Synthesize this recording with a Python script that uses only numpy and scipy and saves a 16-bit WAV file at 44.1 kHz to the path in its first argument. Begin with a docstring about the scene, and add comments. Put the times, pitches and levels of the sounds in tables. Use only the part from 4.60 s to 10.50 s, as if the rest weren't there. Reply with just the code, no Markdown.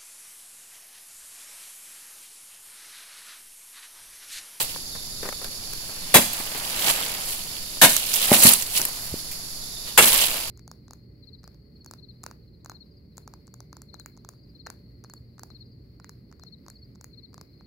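"""A palm grove: a long-handled chisel is jabbed three times into the woody frond bases.
Each cut is a burst of tearing fibres that rings the stalk; the loudest overload the microphone.
Loosened fronds slide through the crown, rustle, snap and thud to the ground.
Feet shift in the undergrowth and the microphone housing takes two soft knocks.
A far bird trills over a high hiss, distant foliage and light wind."""
import sys
import numpy as np
from scipy import signal
from scipy.fft import rfft, irfft
from scipy.io import wavfile

SR = 44100
rng = np.random.default_rng(int(sys.argv[2]) if len(sys.argv) > 2 else 0)


def materialize(psi):
    """Save the field psi as 16-bit PCM at rate SR to the path in sys.argv[1].

    A 1-D psi becomes a single channel; in a 2-D psi each row is a channel.
    """
    bounded = np.clip(np.atleast_2d(psi).T, -1, 1)
    quanta = np.round(bounded * 32767).astype(np.int16)
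    wavfile.write(sys.argv[1], SR, quanta)


N = 260190
T = np.arange(N) / SR
HZ = np.fft.rfftfreq(4096, 1 / SR)  # filter design grid


# chisel cuts: t/s, level/dB, rise/s, tearing/s, t60/s, fibre snaps/(1/s), bass delay/s
CUTS = [(1.5403, 2.5, 0.0062, 0.0079, 0.12, 2800, 0.0015), (3.2139, -4, 0.0035, 0.031, 0.13, 3500, 0.0045),
        (5.375, -5, 0.0022, 0.014, 0.12, 4400, 0.0074)]
# stalk spectrum, one list per cut: f/Hz, level/dB
STALK_SPECTRA = [
    [(41, -120), (70, -22), (243, -1.5), (333, -16), (436, -5.5), (860, -1), (1030, 0), (1260, -6),
     (1550, -4), (1730, -1.5), (5740, -6), (11000, 0.5), (15500, -6.5)],
    [(41, -35), (70, -7), (265, -3), (356, -10.5), (655, -8), (1010, -9), (1230, -12.5), (1580, -9.5),
     (2660, -6.5), (3820, -6), (4900, -11), (11000, -4.5), (15500, -12.5)],
    [(41, -39), (70, -2), (318, -12), (535, 0), (1180, -4), (1940, -3.5), (2170, -2.5), (2380, -2.5),
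     (3410, -9), (5870, -11), (7690, -2.5), (13200, -6.5), (15500, -12)],
]
# stalk resonances, one list per cut: f/Hz, width/Hz, weight/dB
STALK_MODES = [
    [(228, 230, -7.5), (438, 30, -8), (600, 160, -1), (1014, 28, -15), (1540, 31, -9), (1890, 38, -30),
     (2360, 79, -14), (2650, 84, -16), (3380, 32, 1), (3910, 40, 1)],
    [(640, 130, -6), (973, 45, 1), (1570, 190, -6), (1790, 25, -2), (2170, 34, -4), (2400, 32, -11),
     (2840, 23, -20), (3000, 34, -10), (3700, 44, -3), (4360, 16, -20)],
    [(861, 37, -21), (1350, 150, -13), (1680, 21, -5), (2176, 36, 0), (2740, 100, 1), (3050, 46, -12),
     (3400, 140, -2), (3440, 53, -10), (3850, 26, -21), (4060, 28, -7)],
]
# cut balance: f/Hz, left-right/dB
CUT_BALANCE = [(150, -2), (500, -1.5), (1050, 5), (2200, 4), (4500, -5.5), (8000, -4.5), (14000, 2)]

def cuts(ring_db=7, bass_hz=650, lowest_hz=135, min_width_hz=45):
    """The blade tears through a bundle of fibres, which ring the wet, well-damped stalk."""
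    out, t = np.zeros((2, N)), T[:SR // 2]
    bass_share = 1 / (1 + (HZ / bass_hz) ** 4)
    radiation = HZ ** 3 / (HZ ** 3 + lowest_hz ** 3)
    for cut, spectrum, modes in zip(CUTS, STALK_SPECTRA, STALK_MODES):
        start_s, db, rise_s, tear_s, t60, per_s, bass_delay_s = cut
        ring = sum(amp(weight_db / 2) / (1 + (2 * (HZ - hz) / max(width_hz, min_width_hz)) ** 2)
                   for hz, width_hz, weight_db in modes)
        stalk = evened(amp(curve(spectrum)) * (1 + amp(ring_db) * ring) * radiation)
        # the edge bites at once; the bass swells as the whole stalk gives way
        for share, late_s in ((1 - bass_share, 0), (bass_share, bass_delay_s)):
            attack = np.minimum(t / (rise_s + late_s), 1)
            decay = amp(-60 * np.maximum(t - tear_s - late_s, 0) / t60)
            fibres = crackle(len(t), per_s, spread_db=2.2, grain_s=0.0008, lag_s=0.00005)
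            gain = stalk * np.sqrt(share) + 1e-6
            band = colour(attack * decay * fibres, 20 * np.log10(gain), curve(CUT_BALANCE))
            add(out, start_s, amp(db) * np.sqrt(np.mean(gain ** 2)) * band)
    return out


# blows on a frond butt: t/s, peak/dB, contact/s, t60 factor
THUDS = [(1.5559, -5, 0.0023, 2.5), (1.588, -15.5, 0.0028, 1.6), (3.245, -18, 0.0051, 0.56),
         (3.7169, 0, 0.0002, 1.12), (3.851, -7.5, .003, 1.5), (3.872, -13, 0.0028, 1.1),
         (5.399, -16, 0.00058, 1), (5.423, -20, 0.0024, 2.7)]
# butt modes: f/Hz, level/dB, base t60/s
BUTT_MODES = [(127, -40, 0.19), (192.5, -20, 0.15), (238.3, 8, 0.035), (355, 8, 0.019), (430, 4, 0.024),
              (603, 7.5, 0.047), (780, 0, 0.039)]

def thuds(lowest_hz=130):
    """A blow on the heavy, damp frond butt: the longer the contact, the duller the thud."""
    out, t = np.zeros((2, N)), T[:SR // 3]
    radiation = signal.butter(2, lowest_hz, "high", fs=SR)  # a narrow stalk radiates little bass
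    for start_s, db, contact_s, t60_factor in THUDS:
        body = sum(amp(mode_db - 60 * t / (t60 * t60_factor)) * np.sin(2 * np.pi * hz * t)
                   for hz, mode_db, t60 in BUTT_MODES)
        force = np.sin(np.pi * np.minimum(t / contact_s, 1))
        blow = signal.lfilter(*radiation, signal.fftconvolve(body, force)[:len(t)])
        add(out, start_s, -amp(db) * blow / abs(blow).max())
    return out


# rustles: first row the fading tail of an earlier chisel cut, the rest sweeping fronds
# peak t/s, leaflets/dB, ribs/dB, stalk/dB (relative levels), 60 dB swell/s, t60/s
RUSTLES = [(0.005, -23, -28, -36.5, 4, 0.21), (0.11, -41, -40, -52.5, .3, 0.45),
           (1.62, -30.5, -36, -44, 0.36, 0.34), (1.8, -36.5, -43, -43.5, 0.5, 0.23),
           (2.295, -22, -23.5, -30.5, 0.37, 0.17), (2.37, -32.5, -33, -38.5, 4, 1.73),
           (2.695, -33, -39, -52, .6, .6), (2.97, -45, -43.5, -57, 2, 0.69),
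           (3.295, -24.5, -28, -39.5, 0.02, 0.75), (3.56, -29, -30.5, -50, 0.35, .3),
           (3.65, -26.5, -26, -38.5, 0.9, 0.42), (3.74, -16.5, -21.5, -24.5, .22, 0.25),
           (3.833, -15.5, -41, -31.5, 0.27, 0.31), (3.87, -9, -16.5, -25, 0.25, 0.29),
           (4.0, -34, -37.5, -48.5, 4.5, 0.96), (4.176, -21.5, -25.5, -38.5, 0.2, 0.18),
           (4.21, -33.5, -42, -42, 0, 0.57), (4.41, -40.5, -46.5, -51.5, 5, 2.4),
           (5.28, -43, -40, -48, 0.12, 0.28), (5.424, -17.5, -21.5, -28.5, 0.1059, 0.74),
           (5.54, -23.5, -26, -32, 0.26, 0.79), (5.621, -21.5, -20, -35.5, 0.25, 0.21),
           (5.74, -34.5, -33.5, -41, 1.06, 1.36)]

def rustle_envelopes():
    """Each rustle swells, then settles; overlapping ones add in power."""
    t, power = T[::64], 0
    for peak_s, leaf_db, rib_db, stalk_db, swell_s, t60 in RUSTLES:
        motion_db = -60 * np.maximum((peak_s - t) / swell_s, (t - peak_s) / t60)
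        power = power + amp(np.array([[leaf_db], [rib_db], [stalk_db]]) + motion_db) ** 2
    return [np.interp(T, t, np.sqrt(part)) for part in power]


# rib swish spectrum: f/Hz, level/dB
RIB_SPECTRUM = [(900, -15.5), (1600, -11), (2200, -3), (2900, 5), (4000, 0.5), (5500, -5), (9000, -7.5)]
# stalk drag spectrum: f/Hz, level/dB
DRAG_SPECTRUM = [(60, -18), (170, -3.5), (380, -5.5), (620, 1.5), (1000, 0.5), (1500, -1.5), (2400, 0),
                 (5000, -39.5)]
# frond balance: f/Hz, left-right/dB
FROND_BALANCE = [(200, 1), (1100, 0.5), (2200, -1.5), (4200, -9), (8000, -4), (14000, -0.5)]

def fronds():
    """Leaflets rustle and ribs swish while the stalk drags through crown or undergrowth."""
    leaf_env, rib_env, stalk_env = rustle_envelopes()
    balance_db = curve(FROND_BALANCE)
    swish = rib_env * crackle(N, per_s=1000, spread_db=3.2, grain_s=0.002, lag_s=0.0003)
    drag = stalk_env * crackle(N, per_s=1200, spread_db=2.5, grain_s=0.0075, lag_s=0.00026)
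    ribs = colour(swish, curve(RIB_SPECTRUM), balance_db)
    stalk = colour(drag, curve(DRAG_SPECTRUM), balance_db)
    return amp(2.5) * leaflets(leaf_env, balance_db) + amp(3.5) * ribs + amp(5) * stalk


# leaflet rustle filter: f/Hz, level/dB
LEAFLET_SPECTRUM = [(2000, -38), (4000, 1), (5200, -4), (6300, -4.5), (7500, 0.5), (9000, -2), (10900, 3.5),
                    (12500, -1), (15500, -4)]

def leaflets(envelope, balance_db, sizes=7):
    """Stiff leaflets flick past one another, each size ticking in its own band."""
    ticks = np.zeros((2, N))
    for hz in np.geomspace(4500, 15000, sizes):
        flicks = crackle(N, per_s=600, spread_db=4, grain_s=0.0015, lag_s=0.0002)
        ticks += np.sqrt(hz) * signal.lfilter(*signal.iirpeak(hz, Q=3.5, fs=SR), flicks)
    return colour(envelope * evened(ticks), curve(LEAFLET_SPECTRUM), balance_db)


# rib snaps: t/s, level/dB, f/Hz, t60/s, left-right/dB
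SNAPS = [(.8440, -18, 4500, 0.0087, -9), (1.134, -19.5, 4900, 0.013, -1), (1.732, -20, 11950, 0.043, -5),
         (3.332, -9, 9500, 0.0087, 0), (3.365, -1, 7160, 0.013, -13), (3.538, -10.5, 5940, 0.039, -22),
         (3.558, -11, 9500, 0.028, -19), (3.823, -15, 12000, .016, 0), (3.9357, -0.5, 8900, 0.02, -5),
         (4.023, -14, 5860, 0.025, -15.5), (4.163, -17, 6800, 0.015, -11), (4.177, -9, 5900, 0.0072, -4),
         (4.2155, -7.5, 5960, 0.011, -1), (4.2515, -10.5, 11200, 0.024, 1), (4.713, -28, 2210, 0.17, -1.5),
         (5.4797, -7, 10500, 0.015, 0), (5.484, -5.5, 10800, 0.013, 8), (5.611, -22, 9000, 0.0068, -2),
         (5.6225, -15, 5000, 0.0087, -8), (5.642, -17, 9000, .01, 0)]

def snaps(ring_db=8, width_oct=0.39, rise_s=0.0005):
    """A dry rib breaks: a bright crack with one broad resonance."""
    out, t = np.zeros((2, N)), T[:SR // 8]
    crack_db = curve([(200, 3), (1500, 5.7), (3000, 11), (15000, 17.3)])
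    for start_s, db, hz, t60, pan_db in SNAPS:
        burst = noise(len(t), NEAR_CORRELATION) * np.minimum(t / rise_s, 1) * amp(-60 * t / t60)
        resonance_db = ring_db * np.exp(-(np.log2((HZ + 1) / hz) / width_oct) ** 2)
        add(out, start_s, amp(db) * colour(burst, crack_db + resonance_db, pan_db))
    return out


# steps and scuffs: t/s, level/dB, t60/s
STEPS = [(.003, -39, 0.22), (0.1607, -29.5, 0.025), (0.3513, -30.5, 0.056), (0.6263, -29.5, 0.15),
         (0.653, -32.5, 0.16), (0.689, -23, 0.027), (0.7258, -24.5, 0.021), (0.8155, -33.5, .1),
         (0.8435, -34, 0.12), (1.1325, -35.5, 0.039), (1.2897, -36, .08), (1.8, -33, 0.04),
         (1.947, -36, 0.26), (3.171, -38.5, 0.031), (4.196, -26, 0.095)]
# undergrowth crunch spectrum: f/Hz, level/dB
STEP_SPECTRUM = [(60, -14), (120, -3), (220, -2), (450, 1), (750, -3), (1800, -5), (3000, -13.5),
                 (12000, -17)]

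def steps(pan_db=5):
    """Plants and twigs crunch dully underfoot."""
    out, t = np.zeros((2, N)), T[:SR // 4]
    for start_s, db, t60 in STEPS:
        crunch = crackle(len(t), per_s=1500, spread_db=1.8, grain_s=0.0008) * amp(-60 * t / t60)
        add(out, start_s, amp(db) * colour(crunch, curve(STEP_SPECTRUM), pan_db))
    return out


# housing knocks: t/s, level/dB, length/s
KNOCKS = [(4.52, -26.5, 0.0128), (4.5392, -18.5, .0035)]

def knocks():
    """A soft knock on its housing pushes the microphone one way and back."""
    out, t = np.zeros((2, N)), T[:SR // 8]
    for start_s, db, length_s in KNOCKS:
        pulse_time = 4 * (t / length_s - 3 / 4)
        add(out, start_s, amp(db) * 2 * pulse_time * np.exp(-pulse_time ** 2))
    return out


# trills: start t/s, end t/s, first rate/(1/s), last rate/(1/s), relative level/dB
TRILLS = [(0.31, 0.786, 20, 20, -53), (0.795, 1.414, 13, 13, -58), (3.012, 3.204, 24, 19, -52),
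          (5.009, 5.348, 22, 25, -53)]
# chirp glide at start, middle, end: f/Hz
CHIRP_HZ = [4250, 3675, 3430]

def bird(chirp_s=0.049, pan_db=-7, pitch_spread=0.01, spread_db=4.6):
    """A small bird far to the right sings quick runs of pure, falling chirps."""
    out, t = np.zeros((2, N)), np.arange(0, chirp_s, 1 / SR)
    glide_hz = np.interp(t, np.linspace(0, chirp_s, len(CHIRP_HZ)), CHIRP_HZ)
    for start_s, end_s, first_rate, last_rate, db in TRILLS:
        at_s = start_s
        for detune, effort in rng.standard_normal((32, 2)):
            if at_s < end_s:
                phase = 2 * np.pi * np.cumsum(glide_hz * (1 + pitch_spread * detune)) / SR
                chirp = np.sin(phase) * np.sin(np.pi * t / chirp_s)
                add(out, at_s, 2 * amp(db + spread_db * effort) * sides(pan_db) * chirp)
            at_s += 1 / np.interp(at_s, [start_s, end_s], [first_rate, last_rate])
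    return out


# echo decay among the trunks: f/Hz, t60/s
GROVE_T60 = [(150, 0.56), (500, 0.29), (2000, 0.48), (6000, 0.96), (14000, 0.54)]

def grove_echo(x, early_db=3, early_s=0.13):
    """Near trunks scatter the sound quickly; farther ones leave a thin tail."""
    hz, frame_s, spectra = signal.stft(noise(SR, NEAR_CORRELATION), SR, nperseg=256)
    decay = amp(-60 * frame_s / curve(GROVE_T60, hz)[:, None])
    tail = signal.istft(spectra * decay, SR, nperseg=256)[1][:, :SR]
    onset = np.clip(T[:SR] / 0.018 - 0.5, 0, 1)
    early_boost = 1 + amp(early_db) * np.exp(-T[:SR] / early_s)
    response = tail * onset * early_boost
    return signal.fftconvolve(x, response / np.linalg.norm(response[0]), axes=1)[:, :N]


# high hiss spectrum: f/Hz, level/dB
HISS_SPECTRUM = [(2000, -32), (3250, -15), (3600, -0.5), (3980, -6), (4400, 6), (5400, 1.5), (6000, -3.5),
                 (7250, 0), (8300, -13), (9600, -4), (10500, 2), (11400, 4), (12400, -15), (14500, -10)]
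# wind buffeting spectrum: f/Hz, level/dB
WIND_SPECTRUM = [(5, 3), (12, 5), (22, -1), (40, -14), (65, -30), (110, -11.5), (200, -43)]
# distant foliage spectrum: f/Hz, level/dB
FOLIAGE_SPECTRUM = [(100, -2.5), (150, -1), (260, -7), (500, -11), (700, -12.5), (1300, -17), (2300, -17.5),
                    (3200, -16), (5000, -35)]
# hiss and foliage balance: f/Hz, left-right/dB
AIR_BALANCE = [(60, -8), (150, 4.5), (380, 0.5), (1290, 3.5), (2380, 3), (4400, -8), (8120, -5), (15000, 5)]
# background stereo likeness: f/Hz, correlation
AIR_CORRELATION = [(30, 1), (120, 0.67), (400, 0.44), (1000, 0.29), (3000, 0)]

def ambience(wind_db=-42, gust_db=0.5, foliage_db=-45.5, hiss_db=-35.5, shimmer_db=0.63):
    """Light wind buffets the microphone under far foliage and a shimmering, insect-like hiss."""
    balance_db = curve(AIR_BALANCE)
    wind_gain = amp(wind_db + gust_db * drift(fastest_hz=2.52))
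    wind = colour(noise(N, AIR_CORRELATION), curve(WIND_SPECTRUM))
    foliage = colour(noise(N, AIR_CORRELATION), curve(FOLIAGE_SPECTRUM), balance_db)
    hiss = colour(noise(N, AIR_CORRELATION), curve(HISS_SPECTRUM), balance_db)
    hiss_gain = amp(hiss_db + shimmer_db * drift(fastest_hz=63))
    return wind_gain * wind + amp(foliage_db) * foliage + hiss_gain * hiss


# near-source stereo likeness: f/Hz, correlation
NEAR_CORRELATION = [(100, 0.92), (400, 1), (900, 0.92), (1800, 0.077), (4000, 0.067)]

def crackle(size, per_s, spread_db, grain_s, lag_s=0):
    """Tiny fractures of uneven size, each a noise puff with time constant grain_s; rms 1."""
    fractures = rng.random(size) < per_s / SR
    strength = amp(spread_db * np.minimum(rng.exponential(1, size), 4))
    power = signal.lfilter([1], [1, -np.exp(-2 / (grain_s * SR))], fractures * strength ** 2)
    return evened(np.sqrt(power) * noise(size, NEAR_CORRELATION, lag_s))


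def noise(size, correlation, lag_s=0):
    """Stereo white noise, alike in the bass; the right side lags by lag_s."""
    left, independent = rfft(rng.standard_normal((2, size)))
    hz = np.fft.rfftfreq(size, 1 / SR)
    shared = np.clip(curve(correlation, hz), -1, 1)
    right = shared * left + np.sqrt(1 - shared ** 2) * independent
    return irfft([left, right * np.exp(-2j * np.pi * hz * lag_s)], size)


def drift(fastest_hz):
    """Random wander of rms 1."""
    t, rates_hz = T[::256], np.geomspace(fastest_hz / 10, fastest_hz, 20)
    wander = sum(np.sin(2 * np.pi * (hz * t + rng.random())) for hz in rates_hz)
    return np.interp(T, t, evened(wander))


def colour(x, shape_db, balance_db=0):
    """Minimum-phase stereo filter of unit power."""
    gain = amp(np.maximum(shape_db, shape_db.max() - 90)) * sides(balance_db)
    log_gain = np.log(evened(gain))
    mirrored = np.hstack([log_gain, log_gain[:, -2:0:-1]])
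    kernel = np.fft.ifft(np.exp(np.conj(signal.hilbert(mirrored)))).real
    return signal.fftconvolve(x, kernel, axes=1)[:, :x.shape[1]]


def curve(points, hz=HZ):
    """Interpolates a table over log frequency."""
    point_hz, value = np.transpose(points)
    return np.interp(np.log(hz + 1), np.log(point_hz + 1), value)


def amp(db):
    """Decibels to gain."""
    return 10 ** (np.asarray(db) / 20)


def evened(x):
    """Scales to rms 1."""
    return x / np.sqrt(np.mean(x ** 2) + 1e-20)


def sides(db):
    """Left and right gains for a level difference."""
    return amp(np.array([[0.5], [-0.5]]) * db)


def add(mix, start_s, sound):
    """Mixes a sound in at start_s."""
    part = mix[:, max(round(start_s * SR), 0):][:, :sound.shape[-1]]
    part += sound[..., :part.shape[1]]


def scene():
    """Blows, snaps and bird echo in the grove; fronds, steps, knocks and background stay dry."""
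    blows, cracks, song = cuts() + thuds(), snaps(), bird()
    echoes = grove_echo(amp(-14) * blows + amp(-23) * cracks + amp(-2.5) * song)
    return blows + cracks + song + echoes + fronds() + steps() + knocks() + ambience()


def record(dry, ceiling=0.88, cutoff_hz=15760):
    """Soft microphone overload on the loudest peaks, then a steep low-pass."""
    saturated = dry / (1 + (dry / ceiling) ** 6) ** (1 / 6)
    lowpass = signal.firwin(511, cutoff_hz, window=("kaiser", 8), fs=SR)
    return signal.oaconvolve(saturated, lowpass[None], "same")


dry = scene()
out = record(dry)
materialize(out)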